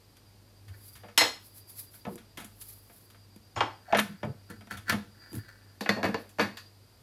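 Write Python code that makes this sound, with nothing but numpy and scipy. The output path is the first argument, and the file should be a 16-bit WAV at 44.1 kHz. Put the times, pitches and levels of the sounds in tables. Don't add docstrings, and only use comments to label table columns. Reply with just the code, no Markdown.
import sys
import numpy as np
from scipy import signal
from scipy.fft import rfft, irfft
from scipy.io import wavfile
from scipy.ndimage import uniform_filter1d

SR = 44100
rng = np.random.default_rng(int(sys.argv[2]) if len(sys.argv) > 2 else 0)


def generate_wav(sig):
    pcm = np.round(np.clip(np.atleast_2d(sig).T, -1, 1) * 32767).astype(np.int16)
    wavfile.write(sys.argv[1], SR, pcm)


N = 309608

# (frequency [Hz], level [dB])
AIR_SPECTRUM = [(12, -43), (25, -34), (48, -18.5), (98, -2), (154, -11.5), (300, -12.5), (650, -19),
                (900, -21), (1800, -26), (3500, -27.5), (4800, -23), (6300, -31.5), (13500, -30),
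                (16000, -55)]
# (frequency [Hz], rms [dB], waver depth [0-1], waver speed [Hz])
HUM_PARTIALS = [(48, -70.5, 0.5, 1.55), (100, -60, 0.44, 4.3), (200, -80.5, 0.85, 4.4)]
# (peak time [s], level [dB], length [s])
WHINE_SWELLS = [(.9, -61, 0.03), (1.66, -61, 0.05), (1.87, -61, 0.028), (2.025, -62, .025),
                (5.28, -55, 0.076), (6.63, -61.5, 0.055)]

# (time [s], level [dB], weight [dB], hardness [dB], drag [x ordinary contact time])
MOTOR_BLOWS = [(.168, -52, -28, 16.5, 0.72), (.681, -50, -13, 10, 1.4), (.953, -49.5, -14, 17.5, 2.1),
               (1.033, -46.5, 6.5, -11, 1.8), (1.084, -45.5, -3, -4, 1.44), (1.937, -50, -15, 6, 1.5),
               (2.051, -36.5, 0, -7, 0.74), (2.066, -52, 25.5, 2.5, 1.36), (2.156, -62.5, 13, 33.5, 0.42),
               (2.178, -46.5, -11, 9, 1.8), (2.372, -37, -5.5, 10.5, 2.2), (2.4, -45, -5, 15.5, 2),
               (2.444, -51, -8, 26.5, 1.1), (2.613, -53.5, -25, 33, 0.91), (2.897, -51, 0.5, -9, 0.96),
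               (3.101, -53, -14.5, 16, 1.24), (3.145, -48, -8.5, -11, 0.83), (3.361, -61, 9.5, 22, 0.52),
               (3.924, -19.5, -0.5, -19, 1), (3.947, -14.5, -2.5, -17, 1.1), (3.97, -28.5, 0, 12.5, 1.44),
               (3.985, -15, -10, -5, 0.86), (3.991, -12.5, -16, -1.5, 0.44), (3.997, -31.5, -5, 20.5, 0.48),
               (4.23, -31.5, 7.5, -15.5, 0.75), (4.247, -49, 19, 4.5, 1.03), (4.5, -52, 8, 19, 1.03),
               (4.608, -48, -1, 3, 1), (4.671, -50, 1, 6, 0.7), (4.707, -40, -2, 10, 2.9),
               (4.771, -40, -19, 13, 1.4), (4.896, -17, -17.5, 8.5, 0.61), (4.922, -25.5, 0.5, 1, 1.2),
               (4.93, -43, 16, 2, 1.3), (5.318, -60, 10, 18, 0.33), (5.33, -53.5, 4, 25, 0.46),
               (5.342, -53, 3.5, 20, 0.27), (5.352, -52.5, 2, 27, 0.35), (5.361, -55.5, 10, 22, 0.39),
               (5.382, -59, 10, 22, 0.39)]
STEEL_BLOWS = [(1.176, -19.5, 0.5, 14.5, .8), (1.183, -21.5, -1.5, 1.5, .9), (1.208, -17, -1.5, -7.5, 1),
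               (1.214, -24, 11.5, -10, 1.1), (1.238, -29, 4, 3.5, 1)]
PLUG_BLOWS = [(3.561, -34.5, 4.5, 4, 1.3), (3.574, -35, -2, 17, 1.8), (3.606, -17.5, -4.5, 5, 0.63),
              (3.621, -23, -9, -19, 0.78)]
LID_BLOWS = [(5.808, -32.5, -2.5, 11.5, 0.9), (5.86, -23, -11.5, -27, .6), (5.891, -18.5, -3, 2.5, 0.61),
             (5.964, -46, 16, -1, 2.4), (6.03, -25.5, -2.5, -0.5, 0.64), (6.041, -25.5, 3, -1, 0.61),
             (6.05, -30.5, -2.5, 6.5, 1.3), (6.089, -45, 13, 10, 0.38), (6.143, -26, 0.5, -5, 0.48),
             (6.292, -64, -16, 32, 1.1), (6.384, -37, 9.5, 2, 2.7), (6.395, -18, -3.5, -6.5, 0.88),
             (6.409, -29, -5.5, 8, 1.43), (6.57, -38, -35, 15.5, 1.18)]
# (low [Hz], high [Hz], rise [s], crack time constant [s], room t60 [s], weight share, hardness share)
BLOW_BANDS = [(73, 315, 0.0032, 0.0053, 0.29, 1, 0.44), (300, 933, 0.00074, 0.013, 0.31, 0.88, 0),
              (1078, 3520, 0.0003, 0.014, .32, 0.17, 0.12),
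              (3337, 6400, 0.00034, 0.0077, 0.33, 0.0059, 0.38),
              (6920, 15400, 0.00042, 0.0063, 0.31, 0.15, 1)]
# (bass [dB], body [dB], clack [dB], ring [dB], fizz [dB])
MOTOR_TONE_DB = [-7, -7, -7, -13.5, -21]
STEEL_TONE_DB = [-26.5, -13, -3.5, -2.5, -17]
PLUG_TONE_DB = [-15.5, -4, -3, -15, -37]
LID_TONE_DB = [-5, -2.5, -3, -10.5, -23.5]
# (frequency [Hz], width [Hz], level [dB])
MOTOR_PEAKS = [(207, 30, -1.5), (477.6, 21.5, 0.5), (592, 28, -6), (690, 36, 0), (850, 14, -10),
               (1297.6, 28, -3.5), (1510, 18, -3), (1731, 96, -6.5), (2275, 530, -12.5), (2990, 88, -23.5),
               (4080, 200, -24.5)]
STEEL_PEAKS = [(1998, 97, 8), (4220, 86, 2), (5280, 150, -1.5), (6780, 60, -7), (7915, 260, -12.5),
               (9860, 126, -15.5), (11250, 89, -13.5), (13000, 33, -19.5), (13760, 70, -24.5),
               (14800, 58, -28)]
PLUG_PEAKS = [(877, 87, -0.5), (1096, 18, -5), (1340, 18, -13), (2770, 14, -20), (3230, 130, -19.5),
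              (4330, 180, -22.5), (5280, 79, -19.5), (6900, 43, -45)]
LID_PEAKS = [(210, 42, 3.5), (460, 48, 0), (1079, 27, -8.5), (1720, 210, -8.5), (1910, 44, -15),
             (2520, 560, -15.5), (3440, 41, -23), (4500, 180, -20)]
SCRAPE_PEAKS = [(1363, 15, 2), (1533, 230, -5), (1756, 110, -3), (1963, 96, -7.5), (2277, 110, -13.5),
                (3150, 50, -30), (4430, 230, -13)]
# (frequency [Hz], level [dB])
MOTOR_WASH = [(45, -31.5), (70, -19), (200, -11.5), (380, -12), (480, -5.5), (700, -7), (1020, -8),
              (1300, -7), (1650, -6), (3000, -12.5), (8300, -31.5), (10900, -23), (16000, -40)]
STEEL_WASH = [(45, -42.5), (110, -7.5), (180, -22), (310, -5), (480, -4.5), (900, -3), (2500, -4.5),
              (4200, -17.5), (4700, -19.5), (5400, -17.5), (6000, -25), (7400, -29), (8900, -35.5),
              (11000, -27), (16000, -41.5)]
PLUG_WASH = [(41, -42), (70, -18), (113, -11.5), (178, -29.5), (307, -7), (711, -0.5), (872, -6.5),
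             (1200, -16.5), (4380, -29), (11600, -54), (16000, -82)]
LID_WASH = [(41, -56), (70, -22.5), (103, -4), (155, -19), (208, -4), (344, -2.5), (606, -1.5),
            (1280, -11.5), (1890, -10), (3040, -26), (4480, -23.5), (5500, -31.5), (9270, -44),
            (11600, -35.5), (16000, -54)]
SCRAPE_WASH = [(500, -26), (1200, -27), (1900, -50), (2500, -29.5), (6000, -34.5), (12000, -43)]

# (time [s], peak [dB], frequency [Hz])
BUMPS = [(.668, -40.5, 84.6), (.925, -47, 87), (1.199, -27, 475), (2.059, -59, 101), (2.07, -37, 210),
         (2.091, -40, 344), (2.366, -56, 211), (3.549, -33.5, 101), (3.875, -35.5, 684),
         (3.995, -38.5, 205), (4.069, -40, 182), (4.238, -30.5, 122), (4.26, -40.5, 480),
         (4.535, -49.5, 97), (4.724, -42, 96), (4.883, -36, 100), (5.333, -31.5, 103), (5.319, -37.5, 274),
         (6.392, -39, 106)]
# (peak time [s], level [dB], length [s])
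SCRAPES = [(.742, -53.5, 0.026), (3.905, -47.5, 0.11), (4.506, -48.5, 0.027), (4.714, -37, 0.022),
           (4.887, -36.5, 0.037), (4.898, -27, 0.016), (5.22, -54.5, 0.15), (5.37, -55, 0.14),
           (5.488, -44, 0.017)]
BRUSHES = [(.87, -52.5, 0.082), (1.466, -55.5, 0.045), (1.575, -50, 0.028), (1.7, -48, 0.018),
           (1.796, -41.5, 0.034), (1.955, -52.5, 0.04), (2.118, -55.5, 0.039), (2.625, -46, 0.018),
           (2.696, -49.5, 0.083), (2.975, -58.5, 0.078), (5.355, -46.5, 0.024), (6.21, -61, 0.04)]
# (frequency [Hz], level [dB])
BRUSH_SPECTRUM = [(1470, -17), (2500, -13), (2720, -23), (3440, -12.5), (3740, -12.5), (4650, -5.5),
                  (6200, -13.5), (7830, -9.5), (9660, -9), (10300, 2.5), (11500, 1.5), (14500, -3.5),
                  (16000, -17)]

# (frequency [Hz], level [dB], t60 [s])
STEEL_MODES = [(2026, -3, .24), (2152, -4, .22), (2880, -12, .12), (3057, -9, .26), (4040, -7, .24),
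               (4098, -1.5, .27), (4161, -12, .22), (5270, -1, .17), (5545, -12, .27), (6610, -4, .26),
               (7208, -15, .16), (7990, -14, .2), (8100, -13, .18), (9523, -21, .17), (11164, -16, .17),
               (12920, -20, .2), (13420, -25, .22), (14880, -28, .22)]
PIN_MODES = [(5300, -3, .11), (6780, -5, .22), (7200, -10, .12), (8150, -11, .14)]
HOUSING_MODES = [(678, -1, 0.057), (800, -3, 0.057)]
COUPLING_MODES = [(1865, -13, 0.5), (1984, 10.5, 0.033), (3510, 6, 0.036), (4390, -6, 0.26)]
# (time [s], level [dB])
STEEL_STRIKES = [(1.176, -22.5)]
PIN_STRIKES = [(3.559, -44), (3.606, -59)]
HOUSING_STRIKES = [(3.932, -13)]
COUPLING_STRIKES = [(5.892, -26)]

# (frequency [Hz], level [dB])
LEFT_GAIN = [(500, 0), (800, .3), (1300, 1.9), (2200, 1.4), (3500, 0), (15000, 0)]
# (frequency [Hz], phase [rad])
LEFT_LEAD = [(250, .0023), (600, 0.005), (1200, 0.022), (2400, 0.38), (3500, .011), (5500, 0.0072),
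             (8000, 0.53), (13000, .08)]


def amp(db):
    return 10 ** (np.asarray(db) / 20)


def unit_rms(x):
    return x / np.sqrt(np.mean(x ** 2) + 1e-20)


def curve_at(points, hz):
    points_hz, values = np.transpose(points)
    return np.interp(np.log(hz + 1), np.log(points_hz + 1), values)


def add(mix, time_s, sound):
    part = mix[max(round(time_s * SR), 0):][:len(sound)]
    part += sound[:len(part)]


def bandpass(x, low_hz, high_hz, order=3):
    return signal.sosfilt(signal.butter(order, [low_hz, high_hz], "band", fs=SR, output="sos"), x)


def shaped_noise(spectrum):
    gain = amp(curve_at(spectrum, np.fft.rfftfreq(N, 1 / SR)))
    return irfft(rfft(rng.standard_normal(N)) * gain, N)


def drift(speed_hz):
    lowpass = np.exp(-(np.fft.rfftfreq(N, 1 / SR) / speed_hz) ** 2)
    return unit_rms(irfft(rfft(rng.standard_normal(N)) * lowpass, N))


def swells(rows, rise, fall):
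    power, t = np.zeros(N), np.arange(N) / SR
    for peak_s, db, length_s in rows:
        distance_s = np.maximum((peak_s - t) / rise, (t - peak_s) / fall)
        power += (amp(db) * np.exp(-distance_s / length_s)) ** 2
    return np.sqrt(power)


def still_air(midband_db=-64):
    air = shaped_noise(AIR_SPECTRUM)
    return amp(midband_db) * air / bandpass(air, 300, 14000).std()


def mains_hum():
    out, t = np.zeros(N), np.arange(N) / SR
    for hz, db, waver, speed_hz in HUM_PARTIALS:
        phasor = 1 + waver * (drift(speed_hz) + 1j * drift(speed_hz))
        out += amp(db) * unit_rms((phasor * np.exp(2j * np.pi * hz * t)).real)
    return out


def whine(pitch_hz=4770, wander_hz=9, floor_db=-71.5, flicker_db=7):
    cycles = np.cumsum(pitch_hz + wander_hz * drift(12)) / SR
    flicker = amp(flicker_db * np.tanh(1.2 * drift(26)))
    tone = unit_rms(np.sin(2 * np.pi * cycles) * flicker)
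    return tone * (amp(floor_db) + swells(WHINE_SWELLS, rise=0.86, fall=1))


def part_response(wash, peaks, peaks_db, ripple_db=2, size=8192):
    hz = abs(np.fft.fftfreq(size, 1 / SR))
    grid_hz = np.linspace(0, SR / 2, size // 16)
    ripple = np.interp(hz, grid_hz, rng.standard_normal(len(grid_hz)))
    wash_power = amp(curve_at(wash, hz) + ripple_db * ripple) ** 2
    peak_power = sum(amp(db + peaks_db) ** 2 / (1 + (2 * (hz - centre_hz) / width_hz) ** 2) ** 2
                     for centre_hz, width_hz, db in peaks)
    log_gain = np.log(peak_power + wash_power + 1e-10) / 2
    minimum_phase = np.exp(np.conj(signal.hilbert(log_gain)))
    return np.fft.ifft(minimum_phase).real[:size // 2]


def blows(rows, response, tone_db, click, room_db):
    out, t = np.zeros(N), np.arange(SR // 2) / SR
    for time_s, blow_db, weight_db, hardness_db, drag in rows:
        chatter = rng.standard_normal(len(t))
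        for band_db, band in zip(tone_db, BLOW_BANDS):
            low_hz, high_hz, rise_s, crack_s, t60_s, weight_share, hardness_share = band
            attack = 1 - np.exp(-t / (rise_s * drag))
            crack = np.exp(-t / (crack_s * drag))
            tail = drag * amp(room_db) * np.exp(-np.log(1000) * t / t60_s)
            force = chatter * attack * (crack + tail)
            force[SR // 1000] += click / drag
            sound = bandpass(signal.fftconvolve(force, response)[:len(t)], low_hz, high_hz)
            peak_rms = np.sqrt(uniform_filter1d(sound ** 2, size=400).max())
            level_db = blow_db + band_db + weight_share * weight_db + hardness_share * hardness_db
            add(out, time_s, amp(level_db) * sound / peak_rms)
    return out


def bumps(band_ratio=1.14, base_rise_s=0.028, rise_cycles=0.82):
    out, t = np.zeros(N), np.arange(SR // 2) / SR
    for time_s, peak_db, hz in BUMPS:
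        rise_s = base_rise_s + rise_cycles / hz
        swing = bandpass(rng.standard_normal(SR), hz / band_ratio, hz * band_ratio, order=2)[-len(t):]
        boom = swing * (t / rise_s) ** 2 * np.exp(-2 * t / rise_s)
        add(out, time_s, amp(peak_db) * boom / abs(boom).max())
    return out


def scraping(gain_db=-2, slips_per_s=900):
    slips = rng.standard_normal(N) * (rng.random(N) < slips_per_s / SR)
    housing = part_response(SCRAPE_WASH, SCRAPE_PEAKS, peaks_db=-3.5)
    rasp = unit_rms(signal.fftconvolve(slips, housing)[:N])
    return amp(gain_db) * rasp * swells(SCRAPES, rise=0.28, fall=1.43)


def brushing(flutter_db=2):
    hiss = unit_rms(shaped_noise(BRUSH_SPECTRUM))
    return hiss * amp(flutter_db * drift(40)) * swells(BRUSHES, rise=0.88, fall=1)


def ringing(strikes, modes, split_hz, partner_gain=0.32, rise_s=0.00036):
    out, t = np.zeros(N), np.arange(SR * 2 // 3) / SR
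    attack = 1 - np.exp(-t / rise_s)
    for time_s, strike_db in strikes:
        for hz, mode_db, t60_s in modes:
            phase, partner_phase, gap = rng.random(3)
            partner_hz = hz + split_hz * (gap + 0.5)
            pair = np.sin(2 * np.pi * (hz * t + phase))
            pair += partner_gain * np.sin(2 * np.pi * (partner_hz * t + partner_phase))
            decay = np.exp(-np.log(1000) * t / t60_s)
            add(out, time_s, amp(strike_db + mode_db) * pair * attack * decay)
    return out


def stereo(mono):
    hz = np.fft.rfftfreq(N, 1 / SR)
    left = amp(curve_at(LEFT_GAIN, hz) / 2) * np.exp(1j * curve_at(LEFT_LEAD, hz) / 2)
    return irfft(rfft(mono) * np.array([left, 1 / left]), N)


def scene():
    steel = part_response(STEEL_WASH, STEEL_PEAKS, peaks_db=-3.5)
    mix = blows(STEEL_BLOWS, steel, STEEL_TONE_DB, click=8, room_db=-3)
    plug = part_response(PLUG_WASH, PLUG_PEAKS, peaks_db=0)
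    mix += blows(PLUG_BLOWS, plug, PLUG_TONE_DB, click=5.1, room_db=-3)
    motor = part_response(MOTOR_WASH, MOTOR_PEAKS, peaks_db=3.5)
    mix += blows(MOTOR_BLOWS, motor, MOTOR_TONE_DB, click=3.6, room_db=-11)
    lid = part_response(LID_WASH, LID_PEAKS, peaks_db=3)
    mix += blows(LID_BLOWS, lid, LID_TONE_DB, click=4.9, room_db=-5.5)
    mix += ringing(STEEL_STRIKES, STEEL_MODES, split_hz=12)
    mix += ringing(PIN_STRIKES, PIN_MODES, split_hz=22)
    mix += ringing(HOUSING_STRIKES, HOUSING_MODES, split_hz=36)
    mix += ringing(COUPLING_STRIKES, COUPLING_MODES, split_hz=13.6)
    return stereo(mix + bumps() + brushing() + scraping() + whine() + still_air() + mains_hum())


def record(dry):
    cutoff_hz = 15900
    lowpass = signal.firwin(511, cutoff_hz, window=("kaiser", 9), fs=SR)
    return signal.oaconvolve(dry, lowpass[None], "same")


dry = scene()
out = record(dry)
generate_wav(out)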